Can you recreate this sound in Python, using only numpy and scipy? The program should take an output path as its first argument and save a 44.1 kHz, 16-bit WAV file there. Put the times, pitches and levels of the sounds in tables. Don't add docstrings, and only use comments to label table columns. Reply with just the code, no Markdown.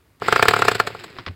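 import sys
import numpy as np
from scipy import signal
from scipy.fft import rfft, irfft
from scipy.io import wavfile
from scipy.ndimage import uniform_filter1d

SR = 44100
rng = np.random.default_rng(int(sys.argv[2]) if len(sys.argv) > 2 else 0)


def master_out(mix):
    frames = np.transpose(np.atleast_2d(mix))
    ceiling = np.clip(frames, -1, 1)
    pcm = np.round(ceiling * 32767).astype(np.int16)
    wavfile.write(sys.argv[1], SR, pcm)


N = 59535
T = np.arange(N) / SR

# (t/s, pop level/dB, pulse width/ms, bark level/dB, hiss level/dB)
ENGINE_TURNS = [(0.2208, 1.5, 0.16, -0.5, -43.5), (0.248, -22, 0.23, -5, -52), (.2840, 4, 0.11, 9.5, -29),
                (0.3254, 12, 0.088, -3, -29), (0.3607, 6.5, 0.046, 3, -29), (0.3952, 2.5, 0.091, 6, -34),
                (.4260, 15, 0.068, -15, -30.5), (.4555, 2, 0.089, 5, -30), (0.4831, 15.5, 0.044, -31, -33),
                (0.5106, 3.5, 0.091, -6, -27), (0.537, 7, 0.064, 4, -30.5), (0.5648, 3.5, 0.1, 0, -29.5),
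                (.5925, 5, 0.19, -9, -26.5), (0.6212, 3.5, 0.034, 8.5, -29), (.6519, 4, 0.19, 3, -27.5),
                (0.6825, 13.5, 0.066, -17, -26), (0.7166, 6, 0.18, -13, -26.5),
                (.7525, 5.5, 0.26, -14, -26.5), (0.8, 6, 0.049, 4, -26), (0.8733, -0.5, 0.11, -14, -28.5),
                (0.9041, -10, 0.21, -1, -48.5), (0.9496, -7.5, 0.18, 2.5, -46.5),
                (.9990, -34, 0.079, 0, -45), (1.042, -12, 0.19, -3, -38.5), (1.1027, -7.5, 0.53, -5.5, -55)]


def amp(db):
    return 10 ** (np.asarray(db) / 20)


def read(points, hz):
    f, value = np.transpose(points)
    return np.interp(np.log(hz + 1), np.log(f), value)


def noise(spectrum):
    gain = amp(read(spectrum, np.fft.rfftfreq(N, 1 / SR)))
    x = irfft(rfft(rng.standard_normal(N)) * gain, N)
    return x / x.std()


def burst(s, decay_s, rise_s=.0003):
    t = np.maximum(T - s, 0)
    return (1 - np.exp(-(t / rise_s) ** 2)) * np.exp(-t / decay_s)


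def swell(s, rise_s, fall_s):
    t = T - s
    return 1 / np.cosh(np.clip(t / np.where(t < 0, rise_s, fall_s), -20, 20))


def tone(hz, rough, flutter_hz):
    lowpass = signal.butter(2, flutter_hz, fs=SR, output="sos")
    flutter = signal.sosfilt(lowpass, rng.standard_normal(N) + 1j * rng.standard_normal(N))
    carrier = np.exp(2j * np.pi * np.cumsum(hz) / SR)
    return ((1 + rough * flutter / flutter.std()) * carrier).imag / np.hypot(1, rough)


def glide(points, rough, flutter_hz):
    s, hz, db = np.transpose(points)
    envelope = amp(np.interp(T, s, db)) * (T > s[0]) * (T < s[-1])
    return envelope * tone(np.interp(T, s, hz), rough, flutter_hz)


def mode(hz, db, t60):
    return amp(db) * np.exp(-np.log(1000) * T / t60) * np.sin(2 * np.pi * hz * T)


def convolve(x, response):
    return signal.fftconvolve(x, response)[:N]


def background():
    # (f/Hz, level/dB)
    floor_spectrum = [(25, -35), (72, 1), (130, -6), (300, -11), (600, -21.5), (1200, -19.5), (2200, -37),
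                      (6000, -34), (16000, -34)]
    return amp(-59) * noise(floor_spectrum)


def switch_click():
    # (f/Hz, level/dB)
    click_spectrum = [(200, -22), (1200, 8), (2200, -6), (3600, -2), (5500, -18), (7600, 0), (9000, -16),
                      (16000, -30)]
    return amp(-42) * burst(.1998, decay_s=.002) * noise(click_spectrum)


def starter_whirr():
    # (t/s, level/dB)
    whirr_levels = [(.2, -67.5), (.215, -42.5), (.245, -33), (.32, -29.5), (.5, -31.5), (.7, -32),
                    (.78, -35.5), (.85, -42.5), (.95, -43), (1.1, -47), (1.22, -48.5), (1.35, -58.5)]
    # (f/Hz, level/dB)
    whirr_spectrum = [(40, -33), (110, 10.5), (230, 4), (420, 7.5), (650, -0.5), (1200, 1.5), (2200, 4.5),
                      (3200, -2), (5100, -5), (5900, -26), (7800, -16), (9000, -29), (16000, -24.5)]
    rasp_db, rasp_s = 2.5, .003
    whirr = amp(np.interp(T, *np.transpose(whirr_levels))) * noise(whirr_spectrum)
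    rasp = uniform_filter1d(rng.standard_normal(N), round(rasp_s * SR))
    return whirr * amp(rasp_db * rasp / rasp.std())


def bench_drone():
    # (t/s, f/Hz, level/dB)
    drone = [(.21, 112.2, -45), (.25, 110.7, -42.5), (.5, 111.6, -41.5), (.68, 105.3, -35.5),
             (.85, 106.9, -46.5), (1.0, 105.8, -50.5), (1.15, 99.5, -65)]
    return glide(drone, rough=0.35, flutter_hz=44.5)


def compression_hiss():
    # (f/Hz, level/dB)
    hiss_spectrum = [(300, -13.5), (1500, 16), (2900, 6.5), (4200, 9.5), (5200, 3.5), (5900, -16),
                     (7000, -0.5), (7800, 5.5), (8700, -11.5), (12000, -8), (15500, -18)]
    gain_db, lead_s = 4.5, 0.00069
    leak = sum(amp(hiss_db + gain_db) * swell(s - lead_s, rise_s=0.0025, fall_s=0.0051)
               for s, *_, hiss_db in ENGINE_TURNS)
    return leak * noise(hiss_spectrum)


def exhaust_pops():
    # (f/Hz, level/dB, T60/s)
    exhaust_modes = [(131, -32.5, 0.079), (191, -40, 0.069), (426.6, -21.5, 0.019), (724.4, -33.5, 0.067),
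                     (837, -58, 0.071), (1420, -7.5, 0.0057), (1733, -17.5, 0.024), (2277, -23.5, 0.017)]
    # (f/Hz, level/dB)
    crack_spectrum = [(200, -5), (900, 14), (2500, 14), (5000, 4), (6200, -10.5), (7800, 0.5),
                      (10000, -12.5), (16000, -8)]
    crack_db, crack_growth, loss_db_per_ms = -21, 1.554, 101
    pressure, bark_drive, crack_envelope = np.zeros((3, N))
    for s, pop_db, width_ms, bark_db, _ in ENGINE_TURNS:
        pulse = np.exp(-.5 * ((T - s) * 1000 / width_ms) ** 2)
        pulse *= amp(pop_db) / pulse.sum()
        pressure += pulse
        bark_drive += amp(bark_db) * pulse
        crack_gain = amp(crack_db + crack_growth * pop_db - loss_db_per_ms * width_ms)
        crack_envelope += crack_gain * burst(s, decay_s=0.0045)
    ringing = convolve(pressure, sum(mode(*row) for row in exhaust_modes))
    bark = convolve(bark_drive, mode(hz=1392, db=-13, t60=.018))
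    low_cut = signal.butter(2, 170, "high", fs=SR, output="sos")
    pops = bench_reflections(signal.sosfilt(low_cut, ringing + bark))
    return pops + crack_envelope * noise(crack_spectrum)


def bench_reflections(x):
    # (delay/ms, gain)
    paths = [(0, 0.47), (.59, -0.89), (2.99, -0.44), (3.86, 0.53), (4.23, 0.12), (4.97, -0.21),
             (5.75, 0.24), (6.57, 0.056), (7.85, -0.11)]
    khz = np.fft.rfftfreq(N, 1000 / SR)
    response = sum(gain * np.exp(-2j * np.pi * khz * ms) for ms, gain in paths)
    return irfft(rfft(x) * response, N)


def cone_squeal():
    # (t/s, f/Hz, level/dB)
    squeal = [(.25, 5080, -55), (.3, 4830, -43), (.345, 4900, -43), (.378, 4860, -39), (.4, 4590, -30),
              (.42, 4520, -66)]
    return glide(squeal, rough=1.2, flutter_hz=160)


def low_thumps():
    # (peak t/s, level/dB, f/Hz)
    thumps = [(.49, -48, 72), (1.203, -40.5, 115), (1.298, -27.5, 89.7)]
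    # (f/Hz, level/dB)
    thump_spectrum = [(30, -18), (70, -7), (130, 0), (200, 0), (300, -11), (450, -18), (1000, -24),
                      (16000, -68)]
    out = np.zeros(N)
    for s, db, hz in thumps:
        noisy_tone = np.sin(2 * np.pi * hz * (T - s)) + amp(-11.5) * noise(thump_spectrum)
        out += amp(db) * swell(s, rise_s=0.0072, fall_s=0.016) * noisy_tone
    return out


def coasting_whines():
    # (t/s, duration/s, start f/Hz, end f/Hz, level/dB)
    whines = [(0.801, 0.12, 605, 582, -40), (0.938, 0.16, 402.6, 305.3, -46.5),
              (1.074, 0.16, 419.3, 341, -46)]
    out = np.zeros(N)
    for s, duration, start_hz, end_hz, db in whines:
        progress = np.clip((T - s) / duration, 0, 1)
        envelope = amp(db) * np.sqrt(abs(np.sin(np.pi * progress)))
        hz = start_hz + (end_hz - start_hz) * progress
        out += envelope * tone(hz, rough=0.9, flutter_hz=61)
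    return out


def propeller_clacks():
    # (t/s, level/dB, decay time/s, spectral tilt/(dB per octave))
    clacks = [(1.166, -32, 0.002, -5.5), (1.1859, -23.5, 0.0047, -2), (1.195, -38, 0.013, -2),
              (1.263, -25, 0.0077, 0.5), (1.272, -23, .002, -10), (1.278, -24, 0.0045, -2),
              (1.285, -25.5, 0.0022, -0.5)]
    # (f/Hz, level/dB)
    clack_spectrum = [(100, -5.5), (350, -3.5), (580, 0), (850, -3), (1200, 5.5), (2000, -0.5), (3500, -2),
                      (5200, -8), (6300, -29), (9000, -33), (16000, -52)]
    out = np.zeros(N)
    for s, db, decay_s, tilt in clacks:
        tilted = [(hz, level + tilt * np.log2(hz)) for hz, level in clack_spectrum]
        out += amp(db) * burst(s, decay_s) * noise(tilted)
    return out


def workshop(x):
    # (f/Hz, T60/s)
    decay_times = [(100, 0.2), (500, 0.63), (2000, 0.1), (6000, 0.2), (14000, 0.48)]
    delay_s, tail_db, scatter_db = 0.0065, -23.5, -17
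    hz, t, spectra = signal.stft(rng.standard_normal(N), SR, nperseg=256)
    decay = np.exp(-np.log(1000) * t / read(decay_times, hz)[:, None])
    tail = signal.istft(spectra * decay, SR)[1][:N] * (T > delay_s)
    tail *= amp(tail_db) / np.linalg.norm(tail)
    scatter = rng.standard_normal(N) * burst(delay_s, decay_s=0.0088)
    scatter *= amp(scatter_db) / np.linalg.norm(scatter)
    return x + convolve(x, tail + scatter)


def scene():
    engine = exhaust_pops() + compression_hiss()
    starter = starter_whirr() + bench_drone() + cone_squeal() + coasting_whines()
    transients = propeller_clacks() + low_thumps() + switch_click()
    return (workshop(engine + starter + transients) + background())[None]


def record(dry):
    ceiling, knee, edge_hz = .69, 12, 16000
    clipped = dry / (1 + abs(dry / ceiling) ** knee) ** (1 / knee)
    lowpass = signal.firwin(255, edge_hz, window=("kaiser", 9), fs=SR)
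    return signal.oaconvolve(clipped, lowpass[None], "same")


dry = scene()
out = record(dry)
master_out(out)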